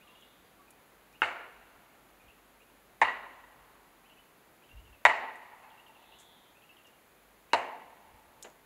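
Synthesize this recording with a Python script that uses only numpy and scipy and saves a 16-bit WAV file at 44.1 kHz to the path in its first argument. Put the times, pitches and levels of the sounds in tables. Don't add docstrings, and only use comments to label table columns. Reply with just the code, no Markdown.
import sys
import numpy as np
from scipy import signal
from scipy.fft import rfft, irfft, next_fast_len
from scipy.io import wavfile
from scipy.ndimage import uniform_filter1d, map_coordinates

SR = 44100
rng = np.random.default_rng(int(sys.argv[2]) if len(sys.argv) > 2 else 0)


def ratio(d):
    e = np.asarray(d, float) / 20
    return 10 ** e


def dump(signal):
    limited = np.clip(np.atleast_2d(signal).T, -1, 1)
    pcm = np.round(limited * 32767).astype(np.int16)
    wavfile.write(sys.argv[1], SR, pcm)


N = 381465


def unit(x):
    return x / np.sqrt(np.mean(x ** 2) + 1e-20)


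def along(points, hz):
    f, v = np.transpose(points)
    return np.interp(np.log(hz + 1), np.log(f + 1), v)


def curves(rows):
    s, *cols = np.transpose(rows)
    return [np.interp(np.arange(N) / SR, s, c) for c in cols]


def filtered(x, response):
    m = next_fast_len(len(x) + 8192)
    spectrum = rfft(x, m) * response(np.fft.rfftfreq(m, 1 / SR))
    return irfft(spectrum, m)[:len(x)]


def peak(f, hz, width_hz):
    return 1j * f * width_hz / (hz * hz - f * f + 1j * f * width_hz)


def add(out, s, piece):
    part = out[round(s * SR):][:len(piece)]
    part += piece[:len(part)]


def burst(length):
    spectrum = rfft(np.exp(-np.arange(512) / SR / length) * rng.standard_normal(512))
    even = irfft(spectrum / np.abs(spectrum))
    return np.pad(even, (0, SR // 4))


def tail(t60s, rise, lumps_db):
    hz, t, z = signal.stft(rng.standard_normal(2 * SR), SR, nperseg=256)
    lumps = unit(uniform_filter1d(rng.standard_normal(len(t)), size=5))
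    decay_db = -60 * t / along(t60s, hz)[:, None]
    fade = ratio(lumps_db * lumps + decay_db) * (1 - np.exp(-t / rise))
    fade = fade / np.linalg.norm(fade, axis=1, keepdims=True)
    h = signal.istft(z * fade, SR, nperseg=256)[1]
    return h / np.linalg.norm(h)


# (frequency [Hz], width [Hz], level in blows 1, 2, 3, 4 [dB])
WOOD_MODES = [(86.2, 39.7, -42, -47.5, -60.5, -41), (249.7, 35, -23, -24, -39.5, -20.5),
              (500, 180, -10, -9.5, -7.5, -8.5), (714, 99, -8.5, -3, 0.5, -6.5),
              (883, 64, -2, 5.5, 5.5, -1.5), (1037, 170, -9, 2, 4, -2.5), (1410, 200, 2, -15, 2.5, -9),
              (1740, 270, -8, 1, 2.5, -9.5), (1925, 74, -36.5, 7, 7.5, -13.5),
              (2173, 170, -6, -0.5, 5, -11), (2540, 120, -6.5, -9, -2.5, -13),
              (2796, 186, 0, -11, -2.5, -7), (3725, 156, -15, -12, -4, -16), (4000, 320, -34, -16, -35, -9)]


def thud(k):
    def response(f):
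        modes = 0
        for j, mode in enumerate(WOOD_MODES):
            hz, width_hz, gain_db = mode[0], mode[1], mode[2 + k]
            modes = modes + (-1) ** j * ratio(gain_db) * peak(f, hz, width_hz) / np.sqrt(width_hz)
        return modes / (1 + 1j * f / 4000) ** 3
    push = filtered(burst(0.00049), response)
    return push / np.linalg.norm(push)


# (frequency [Hz], level [dB])
BLADE = [(3200, -21), (4300, 3.5), (5600, -3), (7600, 0.5), (8800, -8), (10500, -9), (12500, -28),
         (15500, -42)]
# (length [s], level of its scatter [dB])
TEARING = [(0.0037, 5), (0.0021, -4), (0.0016, -7), (0.0033, -8)]


def crack(k):
    splinters = filtered(burst(TEARING[k][0]), lambda f: ratio(along(BLADE, f)))
    return splinters / np.linalg.norm(splinters)


# (delay [s], level [dB], treble lost on bark and snow [dB])
NEAR_ECHOES = [(.003, -6.5, -8), (.0055, -4.5, -14.5), (.0082, -2.5, 1.5), (0.012, -17, -25),
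               (0.0129, -8.5, -6.5), (.015, -5.5, -11)]


def near_paths(near_db):
    paths = np.zeros((2, SR // 20))
    paths[:, 0] = 1
    lucks = rng.standard_normal((len(NEAR_ECHOES), 2))
    for (delay, echo_db, dull_db), (shift, sign) in zip(NEAR_ECHOES, lucks):
        at = round((delay + .0003 * shift) * SR)
        level_db = near_db + echo_db
        paths[:, at] += ratio([level_db, level_db + dull_db]) * np.sign(sign)
    return paths


# (frequency [Hz], t60 [s])
TWIGS = [(4000, .6), (7500, 0.42), (11000, 0.24), (15000, .15)]


def twig_scatter(k, cracked):
    return ratio(TEARING[k][1]) * signal.fftconvolve(cracked, tail(TWIGS, 0.0072, lumps_db=-0.5))


AROUND = [
    [-20.5, -8, -1, -1, -3.5, 2.5, -3, -11.5, 0, -12.5, -5.5, -19, -28],
    [-17.5, -13.5, -6.5, -0.5, 1, -12.5, -6, 3.5, -9, -17, -9, -15.5, -30],
    [-25, -19.5, -7, 1.5, -6, -13.5, -11.5, 1.5, -8.5, -16, -15.5, -21, -28.5],
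    [-22, -8.5, 0, 4.5, -6, -31, -10.5, -5.5, -8, -21, -12, -27, -32],
]
# (frequency [Hz], t60 [s])
SCATTER = [(100, 1), (400, 0.72), (900, 0.62), (2000, 0.51), (4000, 0.51), (8000, 0.17), (14000, 0.22)]
# (frequency [Hz], t60 [s])
FAR_SLOPES = [(200, 2), (860, 3.77), (2000, 1.7), (5000, 3)]
# (frequency [Hz], level [dB])
FOREST_LOSS = [(120, -18), (250, -0.5), (2950, -1.5), (3250, -8), (3600, -8), (4500, -8), (6000, -33.5),
               (9900, -90.5)]
# (delay [s], lift [dB], depth [s])
GROVES = [
    (.1, -0.3, 0.022),
    (.245, 2.5, 0.0526),
    (.58, 0.5, .07),
]
SMEAR = 1.16
SLOPES_DB = -17


def forest(k):
    def response(f):
        power = 0
        for lift_db, mode in zip(AROUND[k], WOOD_MODES[1:]):
            power = power + np.abs(ratio(lift_db) * peak(f, mode[0], SMEAR * mode[1])) ** 2
        return np.sqrt(power) * ratio(along(FOREST_LOSS, f))
    trunks = tail(SCATTER, 0.0057, lumps_db=1.47)
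    slopes = ratio(SLOPES_DB) * tail(FAR_SLOPES, 0.067, lumps_db=1.5)
    back = filtered(trunks + slopes, response)
    t = np.arange(len(back)) / SR
    back *= ratio(sum(lift_db * np.exp(-((t - delay) / depth) ** 2) for delay, lift_db, depth in GROVES))
    return back / np.linalg.norm(back)


THUMP_DB, THUMP_GROWS = -57.5, 0.31
THUMP_HZ, THUMP_S, THUMP_LAG_S = 94.3, 0.018, 0.0032


def ground_thump(db):
    u = np.arange(SR // 4) / SR / THUMP_S
    swell = u * np.exp(1 - u)
    return ratio(THUMP_DB + THUMP_GROWS * db) * swell * np.sin(2 * np.pi * THUMP_HZ * THUMP_S * u)


# (time [s], energy [dB], blade crack [dB], near echoes [dB], forest energy [dB])
BLOWS = [
    (1.2188, 5.5, -34.5, -11, 3.5),
    (3.0152, 8.5, -29, -1, 6),
    (5.0512, 13, -24.5, -2.5, 11),
    (7.5328, 8, -23, -5, 3.5),
]


def axe():
    out = np.zeros(N)
    for k, (s, db, crack_db, near_db, forest_db) in enumerate(BLOWS):
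        thud_path, crack_path = near_paths(near_db)
        cracked = ratio(db + crack_db) * crack(k)
        add(out, s, signal.fftconvolve(ratio(db) * thud(k), thud_path))
        add(out, s, signal.fftconvolve(cracked, crack_path))
        add(out, s, twig_scatter(k, cracked))
        add(out, s, ratio(forest_db) * forest(k))
        add(out, s + THUMP_LAG_S, ground_thump(db))
    return out


# (time [s], level [dB], centre [Hz], width [Hz], t60 [s])
TICKS = [(.21, -62, 7000, 1500, .02), (0.705, -53, 9300, 6960, 0.038), (1.126, -63, 6000, 4000, .04),
         (5.356, -66, 8150, 3980, .08), (6.186, -60, 7310, 4440, .1), (6.198, -59, 7500, 3980, 0.19),
         (6.868, -64.5, 6000, 3010, 0.07), (8.424, -46, 9020, 9000, 0.0062),
         (8.4266, -31, 6870, 9000, 0.006), (8.4303, -37, 6900, 2000, 0.021),
         (8.434, -41, 6860, 2500, 0.0052), (8.434, -57.5, 6800, 1200, 0.24),
         (8.4435, -49, 2150, 1780, 0.11), (8.446, -48, 556, 906, 0.25), (8.5007, -46, 7060, 9000, .005)]


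def ticks():
    out, t = np.zeros(N), np.arange(SR // 4) / SR
    for s, db, hz, width_hz, t60 in TICKS:
        puff = unit(filtered(rng.standard_normal(len(t)), lambda f: peak(f, hz, width_hz) ** 2))
        add(out, s, ratio(db - 60 * t / t60) * (1 - np.exp(-t / 0.00039)) * puff)
    return out


# (time [s], level [dB], dip [Hz], end [Hz])
HOOKS = [(0.073, -60.5, 2690, 2770), (.148, -63.5, 2770, 2900), (.222, -63.5, 2770, 2880),
         (1.208, -64, 2870, 2800), (2.281, -64, 2515, 2810), (4.096, -63, 2670, 2970),
         (4.166, -65, 2500, 3000), (4.69, -61.5, 2630, 2780), (4.768, -61.5, 2700, 2930),
         (4.851, -64.5, 2870, 2740), (4.924, -62, 2660, 2590), (5.628, -65, 2580, 2580),
         (5.703, -65, 2860, 2770), (5.773, -63.5, 2670, 2850), (5.863, -62, 2780, 2740),
         (5.947, -64, 2760, 2590), (6.022, -63.5, 2670, 2590), (6.118, -61, 2660, 2970),
         (6.62, -64, 2520, 2820), (6.69, -62.5, 2590, 2830), (6.767, -63.5, 2800, 2710),
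         (6.845, -61, 2850, 2780)]
HOOK_FROM_HZ, HOOK_S, HOOK_BREAK = 3700, .038, 0.58
# (time [s], level [dB], end [Hz])
OPENERS = [(.008, -64, 2860), (1.135, -62, 2880), (2.198, -66, 2420), (2.599, -66, 2830),
           (4.042, -67.5, 3050), (4.622, -64, 3040), (6.55, -66, 2700), (7.502, -64, 2880)]
OPEN_FROM_HZ, OPEN_S = 2450, 0.032
# (time [s], level [dB], pitch [Hz], length [s])
PIPS = [(.04, -66.5, 1195, .06), (0.088, -66, 1026, 0.059), (0.447, -77, 4800, .045),
        (.585, -67, 1153, .046), (0.678, -64, 2460, .015), (0.77, -69, 1030, 0.057)]
PIP_SAG = .02


def finches():
    out = np.zeros(N)
    notes = [(s, db, HOOK_FROM_HZ, dip_hz, end_hz, HOOK_S, HOOK_BREAK) for s, db, dip_hz, end_hz in HOOKS]
    notes += [(s, db, OPEN_FROM_HZ, OPEN_FROM_HZ, end_hz, OPEN_S, 0) for s, db, end_hz in OPENERS]
    notes += [(s, db, hz * (1 + PIP_SAG), hz, hz * (1 - PIP_SAG), length, 0) for s, db, hz, length in PIPS]
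    for s, db, start_hz, dip_hz, end_hz, length, gap in notes:
        t = np.arange(round(length * SR)) / SR
        done = t / length
        slide = 1 / (1 + np.exp(-(done - .45) / 0.063))
        hz = dip_hz + (start_hz - dip_hz) * np.exp(-t / 0.0028) + (end_hz - dip_hz) * slide
        swell = (1 - np.exp(-t / 0.0013)) * np.cos(np.pi / 2 * done) ** 0.33
        swell *= 1 - gap * np.exp(-((done - .45) / 0.12) ** 2)
        flutter = unit(uniform_filter1d(rng.standard_normal(SR // 10), size=180))
        swell *= ratio(3.0 * flutter[:len(t)])
        add(out, s, np.sqrt(2) * ratio(db) * swell * np.sin(2 * np.pi * np.cumsum(hz) / SR))
    return out


# (start [s], length [s], level [dB])
WHEEZES = [
    (-.1, .66, -72),
    (5.93, .66, -67),
]
# (frequency [Hz], width [Hz], level [dB])
THROAT = [(3420, 1100, 10), (3980, 400, -2)]
WHEEZE_HZ, WHEEZE_SAG_HZ, SWEEP_HZ, SWELL = 3730, 302, 1320, 0.91
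SWEEPS_HZ, SWEEPS_GAIN_HZ = 165.5, 4.5


def wheeze():
    t = np.arange(N) / SR
    drift = map_coordinates(rng.standard_normal(N // 700 + 4), [np.arange(N) / 700])
    out = np.zeros(N)
    for s, length, db in WHEEZES:
        done = np.clip((t - s) / length, 0, 1)
        turn = np.cumsum(SWEEPS_HZ + SWEEPS_GAIN_HZ * done + 2.0 * drift) / SR % 1
        hz = WHEEZE_HZ - WHEEZE_SAG_HZ * done + SWEEP_HZ * (.5 - turn) + 38 * drift
        buzz = np.sin(np.pi * turn) ** 0.47 * np.sin(2 * np.pi * np.cumsum(hz) / SR)
        voiced = filtered(buzz, lambda f: sum(ratio(g) * peak(f, c, w) ** 2 for c, w, g in THROAT))
        out += ratio(db) * np.abs(np.sin(np.pi * done)) ** SWELL * unit(voiced)
    return out


# (time [s], level [dB], half length [s])
GUSTS = [(.42, -59, .03), (1.33, -73, .03), (1.59, -65, 0.036), (1.78, -62, 0.038), (2.27, -58, 0.036),
         (3.59, -64.5, 0.074), (4.19, -70, .05), (4.78, -46.5, 0.059), (4.91, -55.5, 0.062),
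         (5.2, -68, .06), (7.86, -71, 0.043), (8.06, -64, .03), (8.15, -55, 0.032), (8.29, -62, 0.028)]
# (frequency [Hz], level [dB per Hz])
RUMBLE = [(15, -33), (35, -6), (52, 0.5), (80, -6), (130, -11.5), (250, -55.5)]
CALM_DB, PUFF_DB = -88, -7


def wind():
    t = np.arange(N) / SR
    bumps = unit(filtered(rng.standard_normal(N), lambda f: ratio(along(RUMBLE, f))))
    puffs = sum(ratio(db + PUFF_DB) * np.exp(-((t - s) / half) ** 2) for s, db, half in GUSTS)
    return (ratio(CALM_DB) + puffs) * bumps


# (time [s], level [dB])
AIR = [(0, -61.5), (1.1, -61.5), (2.9, -62), (6.3, -62.5), (8.65, -62)]
# (frequency [Hz], level [dB per Hz])
HUSH = [(110, -3), (250, 0), (750, -2), (2100, -7), (3200, -12.5), (4300, -16), (5500, -22), (6900, -17.5),
        (8600, -22.5), (10300, -15.5), (12500, -16), (16000, -19)]
HUSH_DB = -62


def air():
    hush = unit(filtered(rng.standard_normal(N), lambda f: ratio(along(HUSH, f)) * f / (f + 1j * 90)))
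    low = filtered(hush, lambda f: 1 / (1 + (f / 4000) ** 4))
    drift_db = curves(AIR)[0]
    return ratio(HUSH_DB) * (hush - low + low * ratio(drift_db - HUSH_DB))


# (time [s], level [dB], pitch [Hz])
DRONE = [(0, -83, 50.1), (1.7, -78, 49.5), (1.85, -93, 49), (2, -77, 48), (3.7, -74, 49), (4.2, -83, 37.5),
         (4.4, -95, 35.54), (5.5, -88, 36), (5.8, -83.5, 41.7), (6.4, -81, 56.2), (7.0, -85, 54.7),
         (7.3, -74, 49.8), (7.7, -90, 50), (8.1, -78, 50.3), (8.65, -81, 47.7)]


def engine():
    drone_db, drone_hz = curves(DRONE)
    places = np.broadcast_arrays([[0], [1]], np.arange(N) / 5000)
    waver = map_coordinates(rng.standard_normal((2, N // 5000 + 4)), places)
    phase = 2 * np.pi * np.cumsum(drone_hz + 0.59 * waver[1]) / SR
    return np.sqrt(2) * ratio(drone_db + 1.5 * waver[0]) * np.sin(phase)


# (frequency [Hz], level [dB])
PORT = [(4000, 0), (5500, -1.5), (6900, 1), (8600, -1), (10300, 2.5), (13000, -1.5), (15500, -9)]


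def scene():
    birds = finches() + wheeze()
    scatter = tail([(2000, 0.55), (5000, .35)], 0.006, lumps_db=3)
    wet = signal.fftconvolve(birds, scatter)[:N]
    struck = filtered(axe() + ticks(), lambda f: ratio(along(PORT, f)))
    return (struck + birds + ratio(-2.5) * wet + wind() + air() + engine())[None]


def band_limit(x):
    return signal.sosfilt(signal.butter(12, 16200, fs=SR, output="sos"), x)


def record(dry):
    mix = filtered(dry[0], lambda f: f < 15750)[None]
    return band_limit(mix)


dry = scene()
out = record(dry)
dump(out)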